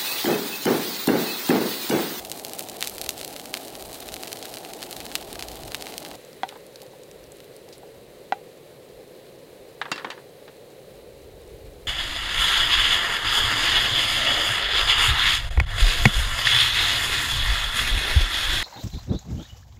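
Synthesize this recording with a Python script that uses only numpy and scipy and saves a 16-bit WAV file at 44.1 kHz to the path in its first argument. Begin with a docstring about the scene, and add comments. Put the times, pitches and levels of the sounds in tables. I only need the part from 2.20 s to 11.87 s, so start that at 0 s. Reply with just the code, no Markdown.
"""Chopped garlic fries in oil in a pan on a gas burner, outdoors and close by, while a breeze rumbles.
First it sizzles hard and spits: random bubble pulses, steam and filtered noise over a roaring flame.
Abruptly, near four seconds, browned garlic simmers: steady hiss and tiny spurts over a lower flame.
Wooden tongs then stir, with two firm knocks and some faint ones on the pan: damped modes and noise.
Last they clatter down on the slatted table: bouncing blows of filtered noise and ringing arms."""
import sys
import numpy as np
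from scipy import signal
from scipy.fft import rfft, irfft, next_fast_len
from scipy.io import wavfile

SR = 44100
rng = np.random.default_rng(int(sys.argv[2]) if len(sys.argv) > 2 else 0)


def generate_wav(sig):
    """Save sig (samples, or channels by samples) to the path in sys.argv[1] as 16-bit PCM at SR."""
    pcm = np.round(np.clip(np.atleast_2d(sig).T, -1, 1) * 32767).astype(np.int16)
    wavfile.write(sys.argv[1], SR, pcm)


N = 426447
TIME = np.arange(N) / SR  # seconds
EDGE_HZ = 16000  # upper limit of the sound

# Boiling of the oil. Each row: time in seconds, relative level in dB.
BOIL_LEVEL = [(0, -46), (.9, -46), (1.8, -45.5), (2.6, -45.5), (3.95, -47)]
# Hiss of the hard-frying oil. Each row: frequency in Hz, relative density in dB per Hz.
FRYING_SPECTRUM = [(500, -22), (1000, 9), (1450, 5), (2000, 4.5), (2800, 3.5), (3400, 3.5), (4000, 6.5),
                   (4700, 1), (6300, -18), (8500, -15), (13000, -18), (15800, 0)]
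# Roar of the high flame. Each row: frequency in Hz, relative density in dB per Hz.
HIGH_FLAME_SPECTRUM = [(30, -45), (110, -7.5), (200, -4), (290, 0), (420, 1), (520, -1), (600, 0.5),
                       (800, 0.5), (900, -7.5), (1100, -18), (1600, -29), (3000, -93)]
# Gusts on the microphone. Each row: peak in seconds, level in dB, time from peak to 1/e power in seconds.
GUSTS = [(.02, -50, .04), (.82, -52, 0.071), (1.673, -52.5, .06), (1.92, -53, .08), (2.79, -52, .06),
         (3.3, -50.5, .25), (3.444, -39, 0.037), (5.053, -57, .1), (5.8, -64.5, 0.3), (6.76, -59, 0.04),
         (9.35, -47.5, .35), (9.473, -43, 0.027)]
# Rumble of moving air. Each row: frequency in Hz, relative density in dB per Hz.
RUMBLE_SPECTRUM = [(15, -17), (35, -2), (55, 5.5), (85, -1), (130, -5), (250, -36), (600, -60)]
# Single bursting droplets: the large ones of the hard frying, then three faint ones in the simmer.
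# Each row: time in seconds, relative energy in dB, pulse centre in Hz (a small bubble is high).
SINGLE_SPITS = [(0.1167, -3, 6600), (0.249, -4.5, 8500), (0.3346, -6.5, 12600), (0.3933, -2, 15000),
                (0.6085, -5, 7300), (0.6262, 3, 2440), (0.6466, -8, 6700), (0.6738, -1, 7950),
                (0.7822, -7.5, 6000), (0.8148, -2, 10400), (0.892, 4, 6630), (1.0134, -6.5, 3700),
                (1.0483, -5.5, 9600), (1.164, -9.5, 2420), (1.341, 1.5, 2550), (1.9414, -5, 6300),
                (2.0346, -6.5, 2300), (2.1296, -3.5, 5700), (2.2552, -9.5, 3600), (2.371, -9, 2370),
                (2.6284, -5.5, 2340), (2.7284, -7.5, 4100), (2.804, -9, 2400), (2.8655, -10.5, 2410),
                (2.9544, 4.5, 3040), (3.1944, -7, 2400), (3.225, -4.5, 2400), (3.5466, -0.5, 2220),
                (3.624, -6.5, 3020), (3.7801, -4, 5950), (3.85, -10, 2400), (4.2896, -21, 3240),
                (4.6185, -18, 5000), (5.204, -20.5, 2400)]
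# The pan's short answer to a burst. Each row: frequency in Hz, level in dB, 60 dB decay time in seconds.
BURST_MODES = [(2450, -28, 0.0019), (3020, -26, 0.0083), (4060, -22, 0.01), (4660, -30.5, 0.013),
               (8700, -29, 0.0027)]
# Steam where the tongs press the garlic. Each row: start in seconds, energy in dB,
# centre in Hz, 60 dB decay time in seconds.
PRESSED_SPURTS = [(4.29, -12.5, 3040, 0.017), (4.5583, -17, 4340, 0.01), (5.1205, -22, 7760, .012),
                  (5.526, -18, 4500, 0.13)]
# Hiss of the simmering oil. Each row: frequency in Hz, relative density in dB per Hz.
SIMMER_SPECTRUM = [(590, -43), (1000, -3.5), (1070, -3), (1350, -4.5), (1910, -1.5), (2220, -2.5),
                   (2410, -3), (3520, -4.5), (4000, -0.5), (5460, -12), (7720, -10.5), (11400, -10.5),
                   (14700, -11.5), (15800, -13)]
# Roar of the low flame. Each row: frequency in Hz, relative density in dB per Hz.
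LOW_FLAME_SPECTRUM = [(25, -24), (80, -18), (135, -5.5), (180, -9.5), (240, -12), (330, -6.5), (420, 0),
                      (540, -0.5), (650, -10), (800, -15), (1100, -25), (2000, -85)]
# Tongs on the pan. Each row: start in seconds, relative level in dB, hardness as treble limit in Hz,
# pitch factor, place from centre 0 to rim 1.
KNOCKS = [(4.2334, -14, 3050, 1.004, 0.73), (4.325, -35.5, 3000, 1.06, 0.89), (4.359, -40, 2500, 1.1, 1),
          (4.628, -39.5, 900, 1.05, .7), (4.735, -39, 900, 1.01, 0.96), (5.48, -42, 900, 1.05, 0.42),
          (5.632, -36, 900, 1.02, .6), (6.1232, -11.5, 2690, 1, 0)]
# Modes of the pan. Each row: frequency in Hz, level in dB, 60 dB decay time in seconds,
# dB more when struck at the rim.
PAN_MODES = [(258, -12, 0.018, -2.5), (761, -5, 0.057, 3), (790, -6, 0.065, -13), (810, -19, 0.16, -2),
             (925, -22, 0.066, 14), (1170, -24, 0.043, -1), (1400, -10.5, 0.027, -5), (1520, -18, 0.044, 1),
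             (1940, -14, 0.04, -2), (2390, -24.5, 0.074, -5), (2680, -26, 0.067, -10), (3070, -25, 0.04, 2),
             (3300, -19, 0.013, 19), (3980, -19, 0.056, -4)]
# Wooden clacks. Each row: start in seconds, relative energy in dB, hardness as treble limit in Hz,
# bass limit in Hz (a firm blow shakes the slats), relative ring of the arms in dB,
# time to the first rebound in seconds, loss per rebound in dB.
CLACKS = [(4.296, -23, 3500, 900, -12, .016, 1), (4.356, -23.5, 2200, 800, -17, 0.0059, 6),
          (7.615, 2, 2500, 690, -30, 0.04, 9.5), (7.7165, 3.5, 6070, 129, -1, 0.043, 14),
          (7.779, -7.5, 3430, 1000, -13, 0.018, 4.5), (7.8456, -0.5, 2380, 200, -27, 0.024, 9),
          (7.9027, -6, 5400, 600, -5.5, 0.013, 6), (7.978, -18, 1600, 800, -21, 0.013, 10),
          (8.279, -19, 2500, 600, -10, 0.0084, 10)]
# Wood of the table. Each row: frequency in Hz, relative density in dB per Hz.
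TABLE_SPECTRUM = [(80, -26), (170, -4), (280, 9.5), (450, 1.5), (650, -2), (950, 6.5), (1400, 2),
                  (1750, 6.5), (2300, -1.5), (3800, 2.5), (5000, -6), (9000, -8.5), (15000, -25)]
# Modes of the tongs' arms. Each row: frequency in Hz, mean level in dB, 60 dB decay time in seconds.
ARM_MODES = [(1028, -13, .15), (1720, -4, .09), (2180, -9, .13), (2730, -5, .13), (3941, -6, .04),
             (4660, 0, .09), (5259, -12, .09), (6794, -14, .045)]

TURN_S = 3.958  # the hard frying gives way to the simmer
HOT = round(TURN_S * SR)  # samples of hard frying
DRAUGHT_DB, CALM_DB = -62.5, -74.5  # light draught under the gusts, before and after the turn
PULSE_DELAY = 16  # samples before a burst's pulse
STIR_FROM_S, STIR_TO_S = 3.9, 5.6  # the tongs turn the garlic over
SIMMER_DB, SETTLE_DB, SETTLE_S = -56, 3.5, 0.8  # the simmer starts a little louder and settles
REBOUND, SOFTER = 0.7, 0.6  # factors per rebound on the time gap and on the hardness
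SECOND_ARM_S, SECOND_ARM_DB = 0.008, -10  # the other arm lands just after the first


def gain_of(db):
    """Decibel law: twenty decibels make a factor of ten in amplitude."""
    return 10 ** (np.asarray(db) / 20)


def evened(x):
    """Normalization of power: scales to rms 1."""
    return x / np.sqrt(np.mean(x ** 2) + 1e-20)


def unit(x):
    """Normalization of energy: scales to energy 1."""
    return x / np.sqrt(np.sum(x ** 2) + 1e-20)


def level(curve):
    """Amplitude envelope: gain over time, interpolated in dB."""
    return gain_of(np.interp(TIME, *np.transpose(curve)))


def add(mix, start_s, sound):
    """Superposition: pressures add from the given time on."""
    part = mix[max(round(start_s * SR), 0):][:len(sound)]
    part += sound[:len(part)]


def coloured(x, spectrum):
    """Spectral shaping: multiplies each frequency by a gain, interpolated over log frequency."""
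    size = next_fast_len(len(x))
    hz, db = np.transpose(spectrum)
    log_hz = np.log(np.fft.rfftfreq(size, 1 / SR) + 1)
    gain = gain_of(np.interp(log_hz, np.log(hz), db))
    return irfft(rfft(x, size) * gain, size)[:len(x)]


def noise(spectrum):
    """Stationary random process: steady coloured noise of rms 1."""
    return evened(coloured(rng.standard_normal(N), spectrum))


def wander(per_s):
    """Slow random fluctuation: random points per second joined by lines, rms 1."""
    return evened(np.interp(TIME * per_s, np.arange(4096), rng.standard_normal(4096)))


def soften(x, hz):
    """Contact compliance: a soft contact takes the treble away."""
    return signal.lfilter(*signal.butter(2, min(hz, 0.45 * SR), fs=SR), x)


def thinned(x, hz):
    """Radiation efficiency: a small body radiates little bass."""
    return signal.sosfilt(signal.butter(3, hz, "high", fs=SR, output="sos"), x)


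def ring(modes, t, pitch=1):
    """Modal superposition: dying tones of a struck body, all starting at their crest."""
    total = 0
    for hz, db, t60 in modes:
        total = total + gain_of(db - 60 * t / t60) * np.cos(2 * np.pi * hz * pitch * t)
    return total


def burst(hz, spread=0.062, scatter_db=-12, scatter_t60=0.025, echo_db=-18, echo_t60=0.17,
          damping=2.45, unlike=0.14):
    """Damped bubble pulse: one push and pull of air, then the pan's ring and echoes from wall and table."""
    t = np.arange(1024) / SR
    s = 1j * np.fft.rfftfreq(len(t), 1 / SR)
    in_band = 1 / (1 + (abs(s) / EDGE_HZ) ** 20)
    loss = damping * np.exp(unlike * rng.standard_normal())  # some bubbles snap dry, some ring a little
    bubble = s / (s ** 2 + loss * hz * s + hz ** 2)
    delay = np.exp(-2 * np.pi * s * PULSE_DELAY / SR)
    pulse = unit(irfft(in_band * bubble * delay)[:128])
    scatter, echo = rng.standard_normal((2, len(t)))
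    answer = ring(BURST_MODES, t, np.exp(spread * rng.standard_normal()))
    answer += gain_of(scatter_db) * unit(scatter * gain_of(-60 * t / scatter_t60))
    answer += gain_of(echo_db) * unit(echo * gain_of(-60 * t / echo_t60))
    answer[0] += 1  # the direct pulse
    return unit(np.convolve(pulse, answer))


def spurt(hz, t60, width=0.32):
    """Band-passed jet noise: steam escapes through wet oil in a short, pitched hiss."""
    t = np.arange(2048) / SR
    steam = rng.standard_normal(len(t)) * gain_of(-60 * t / t60)
    band = signal.iirpeak(min(hz, EDGE_HZ), 1 / min(width, 1), fs=SR)
    return unit(signal.lfilter(*band, steam))


def crackle(grains, per_s, range_db, size_db, first, last):
    """Random point process: small grains between two samples, the larger the rarer; rms 1 there."""
    chance, size, kind = rng.random((3, N))[:, first:last]
    at = np.flatnonzero(chance < per_s / SR)
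    gains = gain_of((-size_db * np.log(size[at])) % range_db)
    kinds = (kind[at] * len(grains)).astype(int)
    out = np.zeros(N + 2048)
    for i, gain, k in zip(at + first, gains, kinds):
        out[i:i + len(grains[k])] += gain * grains[k]
    return out[:N] / np.sqrt(np.mean(out[first:last] ** 2) + 1e-20)


def drying(x, above_hz=6000, fresh_db=2, dull_db_per_s=1.0):
    """Time-varying treble: as the garlic dries, its sizzle dulls."""
    body = signal.sosfiltfilt(signal.butter(2, above_hz, fs=SR, output="sos"), x)
    treble = x - body
    return body + treble * gain_of(fresh_db - dull_db_per_s * TIME)


def hard_frying(crackle_db=0, spurt_db=-8, fizz_db=-3.5, flame_db=-41.5, clump=0.31, flutter_db=3.0):
    """Clustered boiling: wet garlic gives flurries of dry snaps, with spurts, above the roaring flame."""
    flurry = wander(per_s=120)
    snap_grains = [burst(hz) for hz in np.geomspace(4500, 22000, num=40)]
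    spurt_grains = [spurt(hz, t60=0.03) for hz in np.geomspace(2400, 13000, num=20)]
    snaps_per_s = 1700 * np.exp(clump * flurry[:HOT])
    pops = crackle(snap_grains, snaps_per_s, range_db=22.5, size_db=4.0, first=0, last=HOT)
    steam = crackle(spurt_grains, per_s=200, range_db=15.5, size_db=4, first=0, last=HOT)
    fizz = noise(FRYING_SPECTRUM) * gain_of(flutter_db * flurry)
    oil = gain_of(crackle_db) * pops + gain_of(spurt_db) * steam + gain_of(fizz_db) * fizz
    flame = gain_of(flame_db) * noise(HIGH_FLAME_SPECTRUM)
    return level(BOIL_LEVEL) * drying(oil) + flame


def breeze(gust_db=3):
    """Turbulent pressure: lumps of air press on the microphone, gusts swelling over a light draught."""
    draught_db = np.where(TIME < TURN_S, DRAUGHT_DB, CALM_DB) + gust_db * wander(per_s=8.3)
    power = gain_of(draught_db) ** 2
    for peak_s, db, half_s in GUSTS:
        power = power + gain_of(db) ** 2 * np.exp(-((TIME - peak_s) / half_s) ** 2)
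    return np.sqrt(power) * noise(RUMBLE_SPECTRUM)


def spit(hz, db, steam_db=-10, steam_growth=0.52, steam_t60=0.021):
    """Size scaling: a droplet bursts and lets out steam, relatively more the larger it is."""
    sound = gain_of(steam_db + steam_growth * db) * spurt(hz, steam_t60)
    add(sound, 0, burst(hz))
    return gain_of(db) * sound


def small_spits(top_db=-10, range_db=6, first_hz=9000, last_hz=3000, spread=0.95, count=48):
    """Stratified random timing: small spits pepper the hard frying, bright at first, duller later."""
    out = np.zeros(N)
    for k, (when, size, pitch) in enumerate(rng.random((count, 3))):
        progress = (k + when) / count
        centre_hz = first_hz * (last_hz / first_hz) ** progress
        hz = centre_hz * np.exp(spread * (2 * pitch - 1))
        add(out, progress * TURN_S, spit(hz, top_db - range_db * size, steam_db=-2.5))
    return drying(out)


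def spits(trim_db=-1, cluster_s=0.024, smaller_db=-10, ceiling_db=-9.0, spread=0.44, count=2):
    """Event clustering: each listed spit goes off amid a few mostly smaller ones from the same wet spot."""
    out = np.zeros(N)
    for s, db, hz in SINGLE_SPITS:
        add(out, s - PULSE_DELAY / SR, spit(hz, db + trim_db))
        for when, size, pitch in rng.standard_normal((count, 3)):
            small_hz = hz * np.exp(spread * pitch)
            small_db = min(db + smaller_db + size, ceiling_db)
            add(out, s + cluster_s * when, spit(small_hz, small_db))
    return out


def stirring(top_db=-25, range_db=6, low_hz=4500, high_hz=14000, t60=0.0079, snap_db=-4, count=16):
    """Sudden boiling: turned garlic meets hot oil in a few clear spurts and a scatter of tiny ones."""
    out = np.zeros(N)
    for s, db, hz, fade in PRESSED_SPURTS:
        add(out, s, gain_of(db) * spurt(hz, fade))
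    for k, (when, size, pitch) in enumerate(rng.random((count, 3))):
        s = STIR_FROM_S + (STIR_TO_S - STIR_FROM_S) * (k + when) / count
        hz = low_hz * (high_hz / low_hz) ** pitch
        db = top_db - range_db * size
        add(out, s, gain_of(db) * spurt(hz, t60))
        add(out, s, gain_of(db + snap_db) * burst(hz))
    return out


def simmer(hiss_db=0, crackle_db=-11, flame_db=-46.5, flutter_db=0.6):
    """Gentle boiling: browned garlic gives only a fine hiss and tiny spurts above the low flame."""
    hiss = noise(SIMMER_SPECTRUM) * gain_of(hiss_db + flutter_db * wander(per_s=41))
    grains = [spurt(hz, t60=0.0051) for hz in np.geomspace(1200, 10000, num=20)]
    ticks = crackle(grains, per_s=440, range_db=16, size_db=4, first=HOT, last=N)
    since_turn_s = np.maximum(TIME - TURN_S, 0)
    settling = gain_of(SIMMER_DB + SETTLE_DB * np.exp(-since_turn_s / SETTLE_S))
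    flame = gain_of(flame_db) * noise(LOW_FLAME_SPECTRUM)
    return settling * (hiss + gain_of(crackle_db) * ticks) + flame


def knocks(crack_db=-17, crack_t60=0.049, tail_db=-36, tail_t60=0.56, bass_hz=230):
    """Modal excitation: tongs strike the pan, whose ring is damped by the burner's supports."""
    out = np.zeros(N)
    t = np.arange(SR // 4) / SR
    decay = gain_of(crack_db - 60 * t / crack_t60) + gain_of(tail_db - 60 * t / tail_t60)
    for s, db, hard_hz, pitch, place in KNOCKS:
        crack = rng.standard_normal(len(t)) * decay
        modes = [(hz, mode_db + place * rim_db, t60) for hz, mode_db, t60, rim_db in PAN_MODES]
        add(out, s, gain_of(db) * soften(ring(modes, t, pitch) + crack, hard_hz))
    return thinned(out, bass_hz)


def clatter(thud_t60=0.033, tail_db=-22, tail_t60=0.39, arms_db=-2.5, uneven_db=4.5, count=4):
    """Inelastic rebound: tongs rattle, later drop and bounce on the table; each blow rings them differently."""
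    out = np.zeros(N)
    t = np.arange(SR // 6) / SR
    decay = gain_of(-60 * t / thud_t60) + gain_of(tail_db - 60 * t / tail_t60)
    for s, db, hard_hz, low_hz, ring_db, gap_s, loss_db in CLACKS:
        for k in range(count):
            for lag_s, arm_db in (0, 0), (SECOND_ARM_S, SECOND_ARM_DB):
                wood = coloured(rng.standard_normal(len(t)), TABLE_SPECTRUM) * decay
                thud = unit(thinned(soften(wood, hard_hz * SOFTER ** k), low_hz))
                modes = [(hz, mode_db + uneven_db * rng.standard_normal(), t60)
                         for hz, mode_db, t60 in ARM_MODES]
                arms = gain_of(arms_db + ring_db) * unit(ring(modes, t))
                add(out, s + lag_s, gain_of(db + arm_db - k * loss_db) * (thud + arms))
            s += gap_s * REBOUND ** k
    return out


def scene():
    """Superposition of sources: hard frying, then the simmer, with the tongs and the breeze."""
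    late = np.clip((TIME - TURN_S) / 0.0047 + 0.5, 0, 1)  # crossfade of 4.7 ms
    frying = (1 - late) * hard_frying() + late * simmer()
    pan = frying + small_spits() + spits() + stirring()
    return (pan + knocks() + clatter() + breeze())[None]


def record(dry):
    """Band limitation: a linear-phase low-pass filter cuts the highest treble."""
    low_pass = signal.firwin(511, EDGE_HZ, window=("kaiser", 9), fs=SR)
    return signal.oaconvolve(dry, low_pass[None], "same")


dry = scene()
out = record(dry)
generate_wav(out)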